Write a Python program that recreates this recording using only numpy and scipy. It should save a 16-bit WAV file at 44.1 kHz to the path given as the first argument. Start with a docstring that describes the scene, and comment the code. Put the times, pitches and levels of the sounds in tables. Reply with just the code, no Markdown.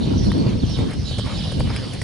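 """From the start, wind buffets two microphones as noisy lumps and rumble, with tearing bursts and a roar.
Small birds twitter at once, stronger on the right: gliding whistles over an echoing blur of many calls.
A galloping horse enters with a knock: damped sines thud, ringing taps knock, and noise puffs hoarsely.
A hard clack follows; from about 0.7 s each hoof also swishes more clearly through the grass, as fading noise.
Heavy thuds, knocks and clacks keep coming to the end at two seconds."""
import sys
import numpy as np
from scipy import signal
from scipy.fft import rfft, irfft, next_fast_len
from scipy.io import wavfile
from scipy.ndimage import uniform_filter1d

SR = 44100
rng = np.random.default_rng(int(sys.argv[2]) if len(sys.argv) > 2 else 0)


def convert_level_to_amplitude(level_db):
    """Map a level in decibels to its linear amplitude factor."""
    exponent = np.asarray(level_db, float) / 20
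    return 10 ** exponent


def dump_mix(stems):
    """Bounce the given channels to the path in sys.argv[1] as a 16-bit WAV at rate SR."""
    frames = np.atleast_2d(stems).T  # one column per channel
    limited = np.clip(frames, -1, 1)  # hard clip at full scale
    pcm = np.round(limited * 32767).astype(np.int16)
    wavfile.write(sys.argv[1], SR, pcm)


N = 89655  # samples, about 2.03 s


def evened(x):
    """Scales a signal to rms 1."""
    return x / np.sqrt(np.mean(x ** 2) + 1e-20)


def read(points, hz):
    """Reads a frequency table by interpolating over log frequency."""
    f, value = np.transpose(points)
    return np.interp(np.log(hz + 1), np.log(f + 1), value)


def curve(table, column):
    """Turns a level column into a gain envelope, interpolated in dB over time."""
    rows = np.array(table)
    return convert_level_to_amplitude(np.interp(np.arange(N) / SR, rows[:, 0], rows[:, column]))


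def add(mix, start_s, sound):
    """Mixes a sound in at its start time, cut off at the end of the mix."""
    part = mix[..., max(round(start_s * SR), 0):][..., :sound.shape[-1]]
    part += sound[..., :part.shape[-1]]


def coloured(x, gain):
    """Filters a sound by a gain given as a function of Hz."""
    size = next_fast_len(x.shape[-1])
    hz = np.fft.rfftfreq(size, 1 / SR)
    return irfft(rfft(x, size) * gain(hz), size)[..., :x.shape[-1]]


# likeness of the two microphones: frequency_hz, likeness (0 to 1)
MIC_LIKENESS = [(30, 0.38), (80, 0.85), (160, 0.39), (320, 0.23), (640, 0.16), (1300, 0.95), (2600, 0.41),
                (5200, 0.42), (11000, 1)]
# how far the left microphone leads the right: frequency_hz, lead_rad
LEFT_LEAD = [(30, 1.4), (120, 0), (260, 0.8), (520, 2.5), (1290, 2.5), (1980, 0.7), (4310, -7), (7580, -9),
             (11100, -12)]


def pair(a, b):
    """Makes left and right from two unrelated signals, as alike at each frequency as the microphones are."""
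    def likeness(hz):
        return np.clip(read(MIC_LIKENESS, hz), -1, 1)

    shared = coloured(a, lambda hz: likeness(hz) * np.exp(-1j * read(LEFT_LEAD, hz)))
    separate = coloured(b, lambda hz: np.sqrt(1 - likeness(hz) ** 2))
    return np.array([a, shared + separate])


def hiss(spectrum, patchy_db):
    """Stereo noise of one spectrum, rms 1, whose bands swell and fade in drifting patches."""
    likeness = 0.78  # between left and right, before the patches
    a, b = rng.standard_normal((2, N))
    stereo = np.array([a, likeness * a + np.sqrt(1 - likeness ** 2) * b])
    shaped = coloured(stereo, lambda hz: convert_level_to_amplitude(read(spectrum, hz)))
    bins = signal.stft(shaped, nperseg=512)[2]
    patches = rng.standard_normal(bins.shape[1:])
    patches = uniform_filter1d(patches, size=6, axis=0)  # over frequency
    patches = evened(uniform_filter1d(patches, size=10, axis=1))  # over time
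    return evened(signal.istft(bins * convert_level_to_amplitude(patchy_db * patches), nperseg=512)[1][:, :N])


def burst(hz, width_hz, t60_s, tap=6.2):
    """A tap and a short dying noise excite one steep resonance, scaled to peak 1."""
    t = np.arange(4000) / SR
    drive = rng.standard_normal(len(t)) * convert_level_to_amplitude(-60 * t / t60_s)
    drive[0] = tap
    radius = np.exp(-np.pi * width_hz / SR)
    poles = [1, -2 * radius * np.cos(2 * np.pi * hz / SR), radius * radius]
    no_treble = signal.lfilter([1, 1], poles, drive)
    ring = signal.lfilter([1, -1], poles, no_treble)  # second pass, which also blocks DC
    return ring / abs(ring).max()


# hoof falls, levels before the stereo mix: start_s, thud_level_db, knock_level_db, swish_level_db
HOOF_FALLS = [(0.135, -38, -26.5, -64), (.38, -28, -45, -58), (.463, -10.5, -43, -59),
              (0.526, -30, -36, -59), (.553, -18, -39, -59), (.697, -20.5, -51, -40.5),
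              (.773, -28, -47, -44), (.788, -12.5, -40, -42), (.911, -25, -44, -40), (0.936, -24, -51, -40),
              (1.11, -16.5, -35, -42), (1.185, -14, -38, -30.5), (1.195, -16.5, -27, -48),
              (1.261, -18.5, -31, -46), (1.338, -20, -35, -54), (1.519, -16.5, -25, -32),
              (1.598, -11, -41, -34.5), (1.6044, -11, -17, -47), (1.673, -17.5, -36, -60),
              (1.702, -16.5, -20, -64), (1.936, -25.5, -41, -31), (2.0179, -14.5, -28, -30)]


def hoof_blows():
    """Each hoof makes the turf thud as a damped sine, with a body resonance and a higher knock."""
    THUD_HZ, THUD_T60_S, THUD_RISE_S = 118, 0.06, 0.0006
    BODY_HZ, BODY_WIDTH_HZ, BODY_DB = 481, 320, -7  # level relative to the thud
    KNOCK_HZ, KNOCK_WIDTH_HZ, STRIKE_T60_S = 940, 640, 0.028
    t = np.arange(4000) / SR
    rise = 1 - np.exp(-t / THUD_RISE_S)
    thud = np.sin(2 * np.pi * THUD_HZ * t) * rise * convert_level_to_amplitude(-60 * t / THUD_T60_S)
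    thud /= thud.max()
    blows = np.zeros(N)
    for start_s, thud_db, knock_db, _ in HOOF_FALLS:
        add(blows, start_s, convert_level_to_amplitude(thud_db) * thud)
        add(blows, start_s, convert_level_to_amplitude(knock_db) * burst(KNOCK_HZ, KNOCK_WIDTH_HZ, STRIKE_T60_S))
        add(blows, start_s, convert_level_to_amplitude(thud_db + BODY_DB) * burst(BODY_HZ, BODY_WIDTH_HZ, STRIKE_T60_S))
    return blows


# colour of the grass noise: frequency_hz, relative_level_db (per Hz)
GRASS_COLOUR = [(880, -32), (1500, 4), (3190, -4), (6460, -7), (9880, -2.5), (10900, -4.5), (11400, -79),
                (14800, -55), (22000, -120)]
# legs brushing through the grass, before the patches of hiss: start_s, level_db
LEG_BRUSH = [(0.0, -84), (0.42, -61), (1.01, -57), (1.13, -51.5), (1.26, -54), (1.41, -54), (2.03, -53)]


def grass():
    """Grass noise swishes up just ahead of each hoof and dies away, over a steadier brushing of legs."""
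    LEAD_S, T60_S, GRIT_DB = 0.004, 0.055, 2.5
    t = np.arange(4000) / SR
    swish = np.zeros(N)
    for start_s, _, _, swish_db in HOOF_FALLS:
        rise = np.minimum(t / LEAD_S, 1)
        add(swish, start_s - LEAD_S, convert_level_to_amplitude(swish_db - 60 * t / T60_S) * rise)
    steps = rng.standard_normal(N // 64 + 1).repeat(64)[:N]  # a new level every 64 samples
    grit = convert_level_to_amplitude(GRIT_DB * steps)
    return hiss(GRASS_COLOUR, patchy_db=2.5) * (swish * grit + curve(LEG_BRUSH, column=1))


# sharp clacks, perhaps shoe on shoe, levels before the stereo mix:
# start_s, ring_level_db, ring_hz, treble_level_db
SHOE_CLACKS = [(0.3178, -15, 1200, -28), (.381, -31, 1500, -32), (.788, -23.5, 1510, -35),
               (1.185, -27, 2200, -33), (1.6045, -24, 2000, -33), (1.7629, -16, 2430, -23),
               (1.7672, -34, 2430, -29), (2.0164, -18, 2130, -29)]


def clacks():
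    """Each clack is a hard tap on a ringing resonance, with a bright tick kept as a separate layer."""
    RING_WIDTH_HZ, TICK_HZ, TICK_WIDTH_HZ, T60_S = 1500, 9800, 4000, 0.016
    rings, ticks = np.zeros((2, N))
    for start_s, ring_db, ring_hz, treble_db in SHOE_CLACKS:
        add(rings, start_s, convert_level_to_amplitude(ring_db) * burst(ring_hz, RING_WIDTH_HZ, T60_S, tap=9))
        add(ticks, start_s, convert_level_to_amplitude(treble_db) * burst(TICK_HZ, TICK_WIDTH_HZ, T60_S))
    return rings, ticks


def horse():
    """Hoof blows and clacks sit near the centre with a little microphone difference, grass around them."""
    rings, ticks = clacks()
    blows = hoof_blows() + rings
    spread = pair(blows, np.zeros(N))
    return 0.14 * spread + 0.85 * blows + ticks + grass()


# hoarse puffs, about one a stride, probably the horse blowing: start_s, length_s, level_db (at the crest)
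HORSE_PUFFS = [(0.01, 0.15, -48), (0.398, 0.16, -41), (0.74, 0.14, -39), (0.869, 0.093, -37),
               (1.232, 0.13, -35.5), (1.634, 0.18, -37)]
# colour of the puffs: frequency_hz, relative_level_db (per Hz)
PUFF_COLOUR = [(300, -30), (500, 2.5), (800, -1), (1150, 2), (1600, -4), (2300, -1), (3000, -10),
               (4000, -30)]


def puffs():
    """Each puff is coloured noise that swells and fades along half a sine."""
    level = np.zeros(N)
    for start_s, length_s, db in HORSE_PUFFS:
        swell = np.sin(np.pi * np.arange(0, length_s, 1 / SR) / length_s)
        add(level, start_s, convert_level_to_amplitude(db) * swell)
    return hiss(PUFF_COLOUR, patchy_db=2.5) * level


# wind strength: start_s, rumble_level_db, flutter_level_db, roar_level_db
WIND_LEVELS = [(0.0, -29, -22.5, -39), (0.16, -26, -18, -40.5), (0.23, -21, -24, -40),
               (0.29, -15.5, -17.5, -40.5), (0.32, -16, -25.5, -42.5), (0.36, -48, -15, -39.5),
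               (0.57, -20.5, -22.5, -43.5), (0.61, -35, -26, -43), (0.64, -13, -24, -42),
               (0.66, -24.5, -25, -39.5), (0.76, -21.5, -34.5, -40.5), (0.8, -22.5, -17, -39),
               (0.92, -34.5, -28.5, -41), (0.98, -21.5, -30, -42), (1.08, -27.5, -37.5, -40.5),
               (1.49, -25, -30, -36.5), (1.53, -23.5, -37, -39), (1.55, -25, -23, -40),
               (1.6, -18.5, -26, -38), (1.8, -28, -32, -36), (1.99, -33.5, -33, -39), (2.03, -45, -28, -40)]
# colour of the gusts on the microphones: frequency_hz, relative_level_db (per Hz)
GUST_COLOUR = [(12, -44), (20, -28), (59, 0.5), (106, 3.5), (135, -0.5), (205, -1.5), (295, -7.5),
               (844, -33), (900, -28), (1170, -38), (1980, -120)]
# colour of the faint roar above: frequency_hz, relative_level_db (per Hz)
ROAR_COLOUR = [(240, -59), (400, -7), (473, -3.5), (784, -10), (1870, -15.5), (4280, -12), (7820, -28.5),
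               (9930, -25), (11400, -36), (14800, -69), (22000, -120)]


def wind():
    """Eddies press on the microphones as lumps over a smooth rumble; a faint roar lies above."""
    LUMPS_PER_S, LUMP_SPREAD_DB, LUMP_SHARE, SPLIT_HZ = 250, 2, 0.45, 152.4
    sizes = convert_level_to_amplitude(LUMP_SPREAD_DB * np.minimum(rng.exponential(1, (2, N)), 4))
    lumps = (rng.random((2, N)) < LUMPS_PER_S / SR) * sizes
    smooth = rng.standard_normal((2, N))
    eddies = LUMP_SHARE * evened(lumps - lumps.mean()) + (1 - LUMP_SHARE) * smooth
    drive = pair(*eddies)

    def upper(hz):
        return hz ** 2 / (hz ** 2 + SPLIT_HZ ** 2)

    rumble = coloured(drive, lambda hz: convert_level_to_amplitude(read(GUST_COLOUR, hz)) * (1 - upper(hz)))
    flutter = coloured(drive, lambda hz: convert_level_to_amplitude(read(GUST_COLOUR, hz)) * upper(hz))
    gusts = evened(rumble) * curve(WIND_LEVELS, column=1) + evened(flutter) * curve(WIND_LEVELS, column=2)
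    return gusts + hiss(ROAR_COLOUR, patchy_db=3) * curve(WIND_LEVELS, column=3)


# colour of the tearing bursts: frequency_hz, relative_level_db (per Hz)
TEAR_COLOUR = [(120, -15), (250, 14), (500, 1), (1000, -14), (1600, -19.5), (2500, -58)]


def tearing():
    """Eddies break in bursts of about 10 ms, mostly opposite left to right, following the flutter level."""
    LEVEL_DB, SPREAD_DB, OPPOSITE = -6.5, 7, 0.6  # level relative to the flutter
    a, b = rng.standard_normal((2, N))
    stereo = np.array([a, np.sqrt(1 - OPPOSITE ** 2) * b - OPPOSITE * a])
    swings = uniform_filter1d(rng.standard_normal(N), size=400)
    swings = evened(uniform_filter1d(swings, size=400))
    bursts = coloured(stereo * convert_level_to_amplitude(SPREAD_DB * swings), lambda hz: convert_level_to_amplitude(read(TEAR_COLOUR, hz)))
    return evened(bursts) * convert_level_to_amplitude(LEVEL_DB) * curve(WIND_LEVELS, column=2)


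def note(length_s, first_hz, last_hz):
    """A hoarse, warbling whistle that arches around its glide between two nominal pitches."""
    WARBLE, ARCH, FLUTTER = 0.012, 0.018, 0.75  # shares of pitch, pitch and loudness
    u = np.arange(0, length_s, 1 / SR) / length_s
    slow_noise = uniform_filter1d(rng.standard_normal((2, 9000)), size=90)
    wobble, flutter = evened(slow_noise)[:, :len(u)]
    glide_hz = first_hz + (last_hz - first_hz) * u
    hz = glide_hz * (1 + WARBLE * wobble + ARCH * (np.sin(np.pi * u) - 0.7))
    envelope = np.sqrt(2) * np.sin(np.pi * u) ** 0.5 * (1 + FLUTTER * flutter)
    return envelope * np.sin(2 * np.pi * np.cumsum(hz) / SR)


# bird notes, and one faint high hiss near 9.5 kHz; nominal pitches, levels before panning and echo:
# start_s, length_s, first_hz, last_hz, level_db
BIRD_NOTES = [(0, 0.063, 3700, 3740, -44.5), (0.016, 0.031, 4200, 4320, -43),
              (0.172, 0.031, 5900, 5800, -43.5), (0.176, 0.04, 5240, 5360, -47.5),
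              (.2, 0.1, 5840, 5000, -47.5), (.235, 0.04, 9540, 9400, -53), (0.233, 0.049, 4245, 4360, -40),
              (.3, 0.03, 3460, 3810, -38.5), (0.322, 0.035, 4370, 4260, -42), (.38, 0.049, 4545, 4260, -40),
              (.46, 0.05, 4700, 3950, -42), (0.485, 0.025, 6860, 6100, -50),
              (0.508, 0.026, 3150, 3300, -46.5), (0.58, 0.026, 5900, 5040, -51),
              (.59, .025, 4450, 4350, -44), (.607, .055, 4150, 2700, -42), (0.65, 0.044, 6030, 5900, -52),
              (0.691, 0.067, 5740, 4920, -40), (0.671, 0.033, 4400, 4210, -44), (.7, 0.04, 3000, 3050, -58),
              (.735, 0.033, 3910, 3554, -40.5), (.895, .025, 4170, 4200, -46),
              (0.79, 0.034, 3604, 3750, -41.5), (0.953, 0.06, 5300, 5400, -56),
              (1.018, 0.073, 5060, 5080, -45), (1.046, 0.061, 3950, 3944, -36.5),
              (1.056, 0.052, 6800, 6740, -51.5), (1.07, 0.092, 4500, 4280, -43),
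              (1.117, 0.061, 3630, 2930, -41.5), (1.172, 0.052, 3400, 3140, -41.5),
              (1.177, 0.047, 5100, 5050, -44), (1.229, 0.059, 5050, 5050, -48),
              (1.531, 0.053, 4970, 5000, -48), (1.29, 0.039, 3950, 3860, -43),
              (1.335, .055, 3980, 3495, -41), (1.299, 0.09, 6950, 6530, -53),
              (1.324, .035, 5120, 4930, -51), (1.368, 0.035, 5070, 5050, -38),
              (1.386, 0.032, 3500, 3160, -37.5), (1.41, 0.055, 3500, 3135, -42),
              (1.46, 0.062, 4170, 3480, -45), (1.425, 0.043, 5010, 5040, -43),
              (1.469, 0.066, 5000, 5000, -46), (1.59, 0.036, 4580, 4660, -42),
              (1.688, 0.034, 4920, 5000, -44.5), (1.748, 0.054, 5070, 4970, -41),
              (1.807, 0.067, 4070, 4800, -46), (1.79, 0.028, 5050, 5050, -50),
              (1.885, 0.027, 5020, 5070, -52), (1.89, 0.041, 3580, 2913, -44),
              (1.91, 0.032, 5470, 5600, -54)]


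def near_birds():
    """Bird notes, and one faint high hiss near 9.5 kHz, placed one by one as gliding tones."""
    near = np.zeros(N)
    for start_s, length_s, first_hz, last_hz, db in BIRD_NOTES:
        add(near, start_s, convert_level_to_amplitude(db) * note(length_s, first_hz, last_hz))
    return near


def flock(low_hz, high_hz):
    """Many short calls overlap, made by 120 voices of random glide that each repeat at random times."""
    CALLS_PER_S, GLIDE, VOICES = 500, 0.1393, 120
    calls = np.zeros(N)
    for hz in np.geomspace(low_hz, high_hz, num=VOICES):
        starts = rng.random(N) < CALLS_PER_S / VOICES / SR
        strikes = starts * convert_level_to_amplitude(2 * rng.standard_normal(N))
        glide = GLIDE * rng.uniform(-0.997, 0.43)  # most calls fall
        call = note(rng.uniform(0.015, 0.04), hz * (1 - glide), hz * (1 + glide))
        calls += signal.oaconvolve(strikes, call, "same")
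    return evened(calls)


# distant flock, before echo and panning: start_s, lower_voices_level_db, higher_voices_level_db
FLOCK_LEVELS = [(0.0, -41.5, -60.5), (0.2, -45.5, -43), (0.44, -48, -55), (.63, -53, -56),
                (0.69, -38.5, -45), (.76, -40.5, -50), (0.84, -47, -60), (1.02, -55, -46), (1.12, -35, -58),
                (1.24, -41, -55), (1.31, -39, -52), (1.45, -37.5, -50), (1.62, -41.5, -55),
                (1.74, -45, -79), (2.03, -47.5, -43.5)]


def far_birds():
    """Lower and higher voices of the flock swell and fade independently."""
    lower = flock(2852, 4700) * curve(FLOCK_LEVELS, column=1)
    higher = flock(4700, 5900) * curve(FLOCK_LEVELS, column=2)
    return lower + higher


def scatter(x):
    """Echoes from fences, stands and trees: sparse taps dying away, different on each side."""
    T60_S = 0.55
    t = np.arange(SR // 2) / SR
    signs = rng.choice([-1., 1.], (2, len(t)))
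    present = rng.random((2, len(t))) < 0.04
    taps = signs * present * convert_level_to_amplitude(-60 * t / T60_S)
    return signal.fftconvolve(x[None], taps / np.linalg.norm(taps[0]), axes=1)[:, :N]


def birds():
    """Near notes and the far flock with their echoes, stronger on the right."""
    ECHO_DB, PAN_DB = -4, -8  # near echo relative to its notes; left relative to right
    near, far = near_birds(), far_birds()
    both = near + 0.76 * far + convert_level_to_amplitude(ECHO_DB) * scatter(near) + 0.96 * scatter(far)
    both[0] = np.roll(both[0], -1)  # left is one sample early
    return both * convert_level_to_amplitude(np.array([[PAN_DB / 2], [-PAN_DB / 2]]))


def scene():
    """Horse in front, then wind, then birds."""
    return horse() + puffs() + wind() + tearing() + birds()


# overall band edges of the mix: frequency_hz, gain_db
BAND_EDGES = [(8, -42), (25, 5), (45, -2), (11050, -1), (11250, -38), (12000, -12), (12300, -90)]


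def band_limited(x):
    """Rolls off the deepest bass and the top treble."""
    return coloured(x, lambda hz: convert_level_to_amplitude(read(BAND_EDGES, hz)))


def roll_off(x):
    """The treble ends steeply here."""
    return signal.sosfilt(signal.butter(12, 11570, fs=SR, output="sos"), x)


def record(dry):
    """Limits the band of the mix and finishes it."""
    mix = band_limited(dry)
    return roll_off(mix)


dry = scene()
out = record(dry)
dump_mix(out)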